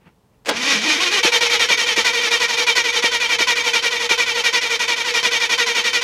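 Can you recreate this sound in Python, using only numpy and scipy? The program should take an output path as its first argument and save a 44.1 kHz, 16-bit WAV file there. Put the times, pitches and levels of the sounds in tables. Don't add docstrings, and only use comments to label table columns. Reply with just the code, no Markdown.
import sys
import numpy as np
from scipy import signal
from scipy.fft import rfft, irfft, next_fast_len
from scipy.io import wavfile

SR = 44100
rng = np.random.default_rng(int(sys.argv[2]) if len(sys.argv) > 2 else 0)


def natural_amplitude(level_db):
    exponent = np.asarray(level_db, float) / 20
    return 10 ** exponent


def inscribe(sig):
    pcm = np.round(np.clip(np.atleast_2d(sig).T, -1, 1) * 32767)
    wavfile.write(sys.argv[1], SR, pcm.astype(np.int16))


N = 266187
T = np.arange(N) / SR

# time in seconds, mean tooth rate in Hz, hum level in dB.
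SPEED = [(.5, 187.8, -49), (.55, 226.2, -33), (.63, 258, -26.5), (.69, 280.1, -34), (.735, 279.3, -26),
         (.77, 205.2, -30), (.81, 205.3, -28), (.865, 320.2, -27.5), (.97, 280.2, -31), (1.015, 378, -33),
         (1.09, 346, -34), (1.125, 420, -28), (1.16, 409, -31), (1.2, 370.5, -33), (1.225, 439.3, -51),
         (1.6, 460.9, -45), (2.3, 473.8, -51), (6.04, 478.8, -76)]
MESH_S, SEATED_S = .53, .98
CRANKING_S = 1.2


def rms_one(x):
    return x / np.sqrt(np.mean(x ** 2) + 1e-20)


def in_time(rows):
    s, *columns = np.transpose(rows)
    return [np.interp(T, s, c) for c in columns]


def butterworth(x, order, hz, kind="low"):
    return signal.sosfilt(signal.butter(order, hz, kind, fs=SR, output="sos"), x + 1e-18)


def colour(x, spectrum):
    size = next_fast_len(N)
    hz, db = np.transpose(spectrum)
    bin_hz = np.arange(size // 2 + 1) * SR / size
    gain = natural_amplitude(np.interp(np.log(bin_hz + 1), np.log(hz), db))
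    return rms_one(irfft(rfft(x, size) * gain, size)[:N])


def resonate(x, hz, width_hz):
    r = np.exp(-np.pi * abs(width_hz) / SR)
    poles = [1, -2 * r * np.cos(2 * np.pi * hz / SR), r * r]
    return signal.lfilter([(1 - r * r) / 2, 0, (r * r - 1) / 2], poles, x + 1e-18)


def drift(rate_hz):
    r = np.exp(-2 * np.pi * rate_hz / SR)
    wander = signal.lfilter([1], [1, -2 * r, r * r], rng.standard_normal(N + SR))
    return rms_one(wander[SR:])


def open_air():
    # frequency in Hz, level in dB per Hz.
    air_colour = [(15, -54), (25, -26), (48, -20), (59, -18), (80, -11), (157, -11.5), (383, -24),
                  (426, -14), (488, -22), (1070, -26), (1480, -34.5), (15900, -46.5)]
    return natural_amplitude(-59 + 0.6 * drift(3.2)) * colour(rng.standard_normal(N), air_colour)


def sleeve():
    # time in seconds, peak level in dB.
    strokes = [
        (.02, -59),
        (.07, -48),
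        (.34, -64),
    ]
    # frequency in Hz, level in dB per Hz.
    cloth_colour = [(35, -39), (60, -31), (194, -6), (248, -14), (735, -26), (917, -16), (1050, -25),
                    (2720, -24.5), (3710, -38), (12000, -59.5), (15600, -87), (22000, -120)]
    rise_db_per_s, fall_db_per_s = 650, 330
    rub = 0
    for s, db in strokes:
        rub = rub + natural_amplitude(db - np.maximum(rise_db_per_s * (s - T), fall_db_per_s * (T - s)))
    return rub * natural_amplitude(2.1 * drift(150)) * colour(rng.standard_normal(N), cloth_colour)


def far_vehicle():
    pass_s, pass_width_s, pass_db, drone_hz = 2.6, 1.1, -56.5, 52
    level_db = pass_db - 10 * np.log10(1 + ((T - pass_s) / pass_width_s) ** 2) + 1.2 * drift(1.7)
    tone = np.sin(2 * np.pi * drone_hz * T + 1.6 * drift(2.5))
    rumble = rms_one(resonate(resonate(rng.standard_normal(N), 55, 9), 52, 14))
    return natural_amplitude(level_db) * (tone + .4 * rumble)


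def chassis():
    still_db, shake_db, jolt_db, jolt_s = -72, -59.5, 12, 0.067
    since = T - MESH_S
    moving_db = shake_db + jolt_db * np.exp(-np.abs(since) / jolt_s)
    level_db = np.where(since > 0, moving_db, still_db) + 2.1 * drift(2.5)
    return natural_amplitude(level_db) * rms_one(resonate(resonate(rng.standard_normal(N), 89, 80), 91, 90))


def solenoid():
    # start in seconds, peak level in dB, time to fade by 60 dB in seconds.
    hits = [
        (0.448, -42, 0.058),
        (0.457, -29.5, 0.5),
        (.47, -35, 0.12),
        (0.483, -22, 0.069),
        (0.489, -12.5, 0.065),
        (0.494, -24, 0.056),
        (0.508, -26, 0.37),
    ]
    # frequency in Hz, level in dB per Hz.
    clang_colour = [(59, -50), (100, -20), (224, -4.5), (734, -1), (889, -0.5), (1220, -3.5), (1640, -8),
                    (2030, -1.5), (6250, -11.5), (10400, -21), (15900, -37)]
    # casing pitch in Hz, width in Hz, level in dB.
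    casing_modes = [(298, 43, -3), (472, 50, 2), (852, 19, -12), (1503, 35, 1), (1630, 32, 4),
                    (2340, 30, -10), (3320, 67, -14)]
    burst = 0
    for s, db, t60 in hits:
        attack = np.clip((T - s) / 0.0016, 0, 1)
        burst = burst + natural_amplitude(db - 60 * np.clip(T - s, 0, 2) / t60) * attack
    force = burst * colour(rng.standard_normal(N), clang_colour)
    dull = butterworth(force, 2, 5000)
    force = force + (dull - force) * np.clip((T - 0.501) / .012, 0, 1)
    ringing = sum(natural_amplitude(db) * resonate(force, hz, width_hz) for hz, width_hz, db in casing_modes)
    return butterworth(0.98 * force + 1.84 * ringing, 3, 130, "high")


def cranking():
    return np.clip((T - CRANKING_S) / .025, 0, 1)


def crank():
    # start in seconds,
    # gear load in dB in the slack, at the bite, halfway, late.
    run_up = [
        (.515, -39, -32, -21, -27),
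        (.62, -17.5, -17, -14.5, -17.5),
        (.804, -21, -19, -14.5, -17.5),
        (.997, -20, -15, -20, -17.5),
        (1.104, -22.5, -15.5, -17, -16.5),
    ]
    # start in seconds, effort in dB, extra slack in dB.
    crank_turns = [(1.223, 3, -2.5), (1.587, 1.5, -0.5), (1.954, 1, 1.5), (2.302, 1, -0.7),
                   (2.659, 0.26, -1.5), (3.016, -0.2, -2), (3.379, -0.05, -1.5), (3.726, -1, -0.5),
                   (4.085, -1, -0.5), (4.432, -0.6, -0.3), (4.786, -0.96, -0.7), (5.132, -0.04, -1),
                   (5.486, 0.2, -1.5), (5.833, -0.1, -0.5), (6.187, .1, .1)]
    # start as a share of the turn,
    # load in dB in the slack, at the bite, halfway, late.
    firing_order = [(0, -33, -15.5, -15, -22), (.247, -29, -15.5, -16, -20), (.49, -29, -18.5, -21, -20.5),
                    (.733, -25.5, -19.5, -17.5, -20), (0, -28.5, -15.5, -16, -22),
                    (.255, -28.5, -16.5, -15.5, -21), (.488, -29, -18.5, -20, -20),
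                    (.737, -24.5, -18.5, -19, -20.5)]
    bite_share, uneven_db = 0.097, 1
    bite_dulls_db_per_s = 0.3
    turn_s, effort_db, slack_db = np.transpose(crank_turns)
    rows = list(run_up)
    for k in range(len(crank_turns) - 1):
        turn_span = turn_s[k + 1] - turn_s[k]
        for share, slack, *load in firing_order[4 * (k % 2):][:4]:
            chance = effort_db[k] + uneven_db * rng.standard_normal(4)
            rows.append((turn_s[k] + share * turn_span, *(chance + [slack + slack_db[k], *load])))
    rows = np.array(rows)
    s = rows[:, 0]
    span = np.diff(s, append=turn_s[-1])
    stroke = np.interp(T, s[len(run_up):], np.arange(len(s) - len(run_up)))
    bite = s + bite_share * span
    knots = np.transpose([s, bite - .0035, bite - .0005, s + 0.35 * span, s + .5 * span, s + 0.75 * span])
    levels_db = rows[:, [1, 1, 2, 2, 3, 4]] - [4.4, 0.7, 2.86, 0.23, 0.19, 0.15]
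    levels_db = levels_db - np.outer(s, [0, 0, bite_dulls_db_per_s, 0, 0, 0])
    load_db = np.interp(T, knots.ravel(), levels_db.ravel())
    return stroke, load_db - 40 * np.clip((MESH_S - T) / .04, 0, 1)


def teeth(stroke):
    compressions = [(.05, -.07), (.085, -.036), (.085, -.054), (.05, -.09)]
    teeth_hz = in_time(SPEED)[0]
    strokes = np.arange(int(stroke[-1]) + 2)
    fast, slow = np.transpose(compressions)[:, strokes % 4]
    knots = np.add.outer(strokes, [.07, .22, .66, .88]).ravel()
    share = np.transpose([fast, .7 * fast + .3 * slow, .1 * fast + .9 * slow, slow]).ravel()
    swing = cranking() * np.interp(stroke, knots, share)
    wobble = (.007 + .013 * (T < SEATED_S)) * drift(30)
    return np.cumsum(teeth_hz * (1 + swing + wobble) / SR)


def contact(count, uneven_db, grind):
    strength = natural_amplitude(uneven_db * np.clip(rng.standard_normal(N), -2, 2))
    knock = butterworth(np.diff(np.floor(count), prepend=0) * strength, 2, 6500)
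    flanks = rng.standard_normal(N) * np.exp(-.8 * (count % 1))
    return rms_one(knock) + grind * rms_one(flanks)


def ring_gear(count, load_db):
    # pitch in Hz, width in Hz, level in dB.
    main_modes = [(1130, 70, -13), (1390, 40, -13), (1520, 45, -14), (1865, 40, -3), (1990, 40, -4),
                  (2161, 22, -7), (2312, 38, -1.5), (2350, 38, -.5), (2453, 35, -6), (2545, 40, -8),
                  (2830, 45, -8), (2928, 30, -9), (3106, 40, -3), (3255, 45, -6), (3425, 40, -9),
                  (3616, 38, -5), (3730, 60, -7), (4031, 60, -6), (4453, 45, -8), (4860, 40, -11),
                  (5150, 44, -12), (5420, 60, -10), (5628, 50, -7), (6060, 30, -14), (6375, 45, -9),
                  (6570, 70, -13), (7050, 50, -17)]
    # pitch in Hz, width in Hz, level in dB.
    high_modes = [(7640, 130, 1.5), (8050, 31, -6.5), (9700, 91, -0.5), (9470, 36, -5), (10670, 110, 2.5),
                  (11500, 150, 0.5)]
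    forces = [contact(count, uneven_db=4, grind=1.1) * natural_amplitude(load_db) for _ in range(9)]
    modes = list(main_modes) + [(hz, width_hz, db - 22.5) for hz, width_hz, db in high_modes]
    out = 0
    for k, (hz, width_hz, db) in enumerate(modes):
        ringing = resonate(forces[k % 9], hz, width_hz) / np.sqrt(width_hz / 40)
        out = out + (-1) ** k * natural_amplitude(db) * ringing
    return natural_amplitude(11) * out


def block(count, load_db):
    # frequency in Hz, level in dB per Hz.
    block_colour = [(120, -41), (220, -16.5), (420, -16), (700, -14), (1100, -10), (1600, -11),
                    (2300, -9.5), (3500, -9.5), (6300, -11.5), (7600, -21), (11000, -28), (13500, -33.5),
                    (16000, -46)]
    body = colour(contact(count, uneven_db=4, grind=2.5), block_colour)
    treble = butterworth(body, 2, 7000, "high")
    slowness = np.clip(1.7 - np.gradient(count) * SR / 260, 0, .9)
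    return natural_amplitude(load_db - 4.5) * (body - slowness * treble)


def housing(load_db):
    # pitch in Hz, width in Hz, level in dB.
    bell_modes = [(473, 17, 0), (950, 110, -16), (270, 260, -20)]
    run_up_db, settled_db, surge_db, settle_s = -36.5, -31, 4.5, 0.8
    steady_db = settled_db + surge_db * np.exp(-np.abs(T - CRANKING_S) / settle_s)
    level_db = run_up_db + cranking() * (steady_db - run_up_db)
    level_db = level_db - 55 * np.clip((MESH_S - T) / .04, 0, 1)
    shake = natural_amplitude(.5 * (load_db + 18) + 1.0 * drift(30))
    hum = 0
    for hz, width_hz, db in bell_modes:
        ringing = resonate(shake * rng.standard_normal(N), hz, width_hz)
        hum = hum + natural_amplitude(db) * rms_one(resonate(ringing, hz, 3 * width_hz))
    return natural_amplitude(level_db) * hum


def whine(count, load_db):
    # frequency in Hz, level in dB.
    whine_path = [(700, -30), (950, -17), (1130, -19.5), (1300, -22.5), (1500, -19), (1700, -13),
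                  (1860, -26), (1925, -55), (2000, -11), (2150, -27), (2350, -5), (2700, -18.5),
                  (4000, -20.5), (5500, -41)]
    path_hz, path_db = np.transpose(whine_path)
    teeth_hz = np.gradient(count) * SR
    motor_db = in_time(SPEED)[1] + 0.32 * (load_db + 9.5)
    out = 0
    for k, db in [(1, 3), (2, -8), (3, -8)]:
        wave = np.sin(2 * np.pi * k * count + k * .8 * drift(35))
        out = out + natural_amplitude(motor_db + db + 2.0 * drift(40)) * wave
    loose_db = -6.5 * (T < SEATED_S)
    for k in range(2, 13):
        db = np.interp(k * teeth_hz, path_hz, path_db) + 2.5 + loose_db + np.minimum(9.4 * drift(24), 6)
        wave = np.sin(2 * np.pi * (k * count + rng.random()) + .6 * drift(25))
        out = out + natural_amplitude(load_db + db) * wave
    return out


def thuds():
    # time the slack closes in seconds, peak level in dB.
    slack_closes = [(1.245, -10.5), (1.702, -17), (1.974, -12.5), (2.769, -21.5), (3.036, -12.5),
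                    (3.4, -16.5), (3.749, -31), (4.106, -16), (4.459, -24), (5.509, -36), (5.858, -32)]
    puff = rms_one(resonate(rng.standard_normal(N), 320, 440))
    out = np.zeros(N)
    for s, db in slack_closes:
        t = np.clip(T - s, 0, .1)
        knock = np.sin(2 * np.pi * (190 * t + 14000 * t ** 2))
        swell = (t / 0.0075 * np.exp(1 - t / 0.0058)) ** 2 * (t < .1)
        out += natural_amplitude(db - 1.5) * (knock + 0.65 * puff) * swell
    out += 1.1 * resonate(out, 429, 27)
    return butterworth(out, 2, 190, "high")


def engine_bay(x):
    out = x.copy()
    dull = signal.lfilter([.45], [1, -.55], x)
    for lag_s, db in [(.0031, -19), (.0057, -18), (.0093, -19), (.0141, -20), (.022, -22)]:
        lag = int(lag_s * SR)
        out[lag:] += natural_amplitude(db) * dull[:-lag]
    return out


def scene():
    outdoors = open_air() + sleeve() + far_vehicle() + chassis()
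    stroke, load_db = crank()
    count = teeth(stroke)
    gears = ring_gear(count, load_db) + block(count, load_db) + housing(load_db) + whine(count, load_db)
    engine = butterworth(gears + thuds() + solenoid(), 4, 120, "high")
    return (engine_bay(engine) + outdoors)[None]


def top_cut(x):
    return signal.sosfilt(signal.butter(12, 16050, fs=SR, output="sos"), x)


def record(dry):
    rounded = .95 * np.tanh(dry / .95)
    mix = signal.sosfilt(signal.cheby2(24, 60, 16100, fs=SR, output="sos"), rounded)
    return top_cut(mix)


dry = scene()
out = record(dry)
inscribe(out)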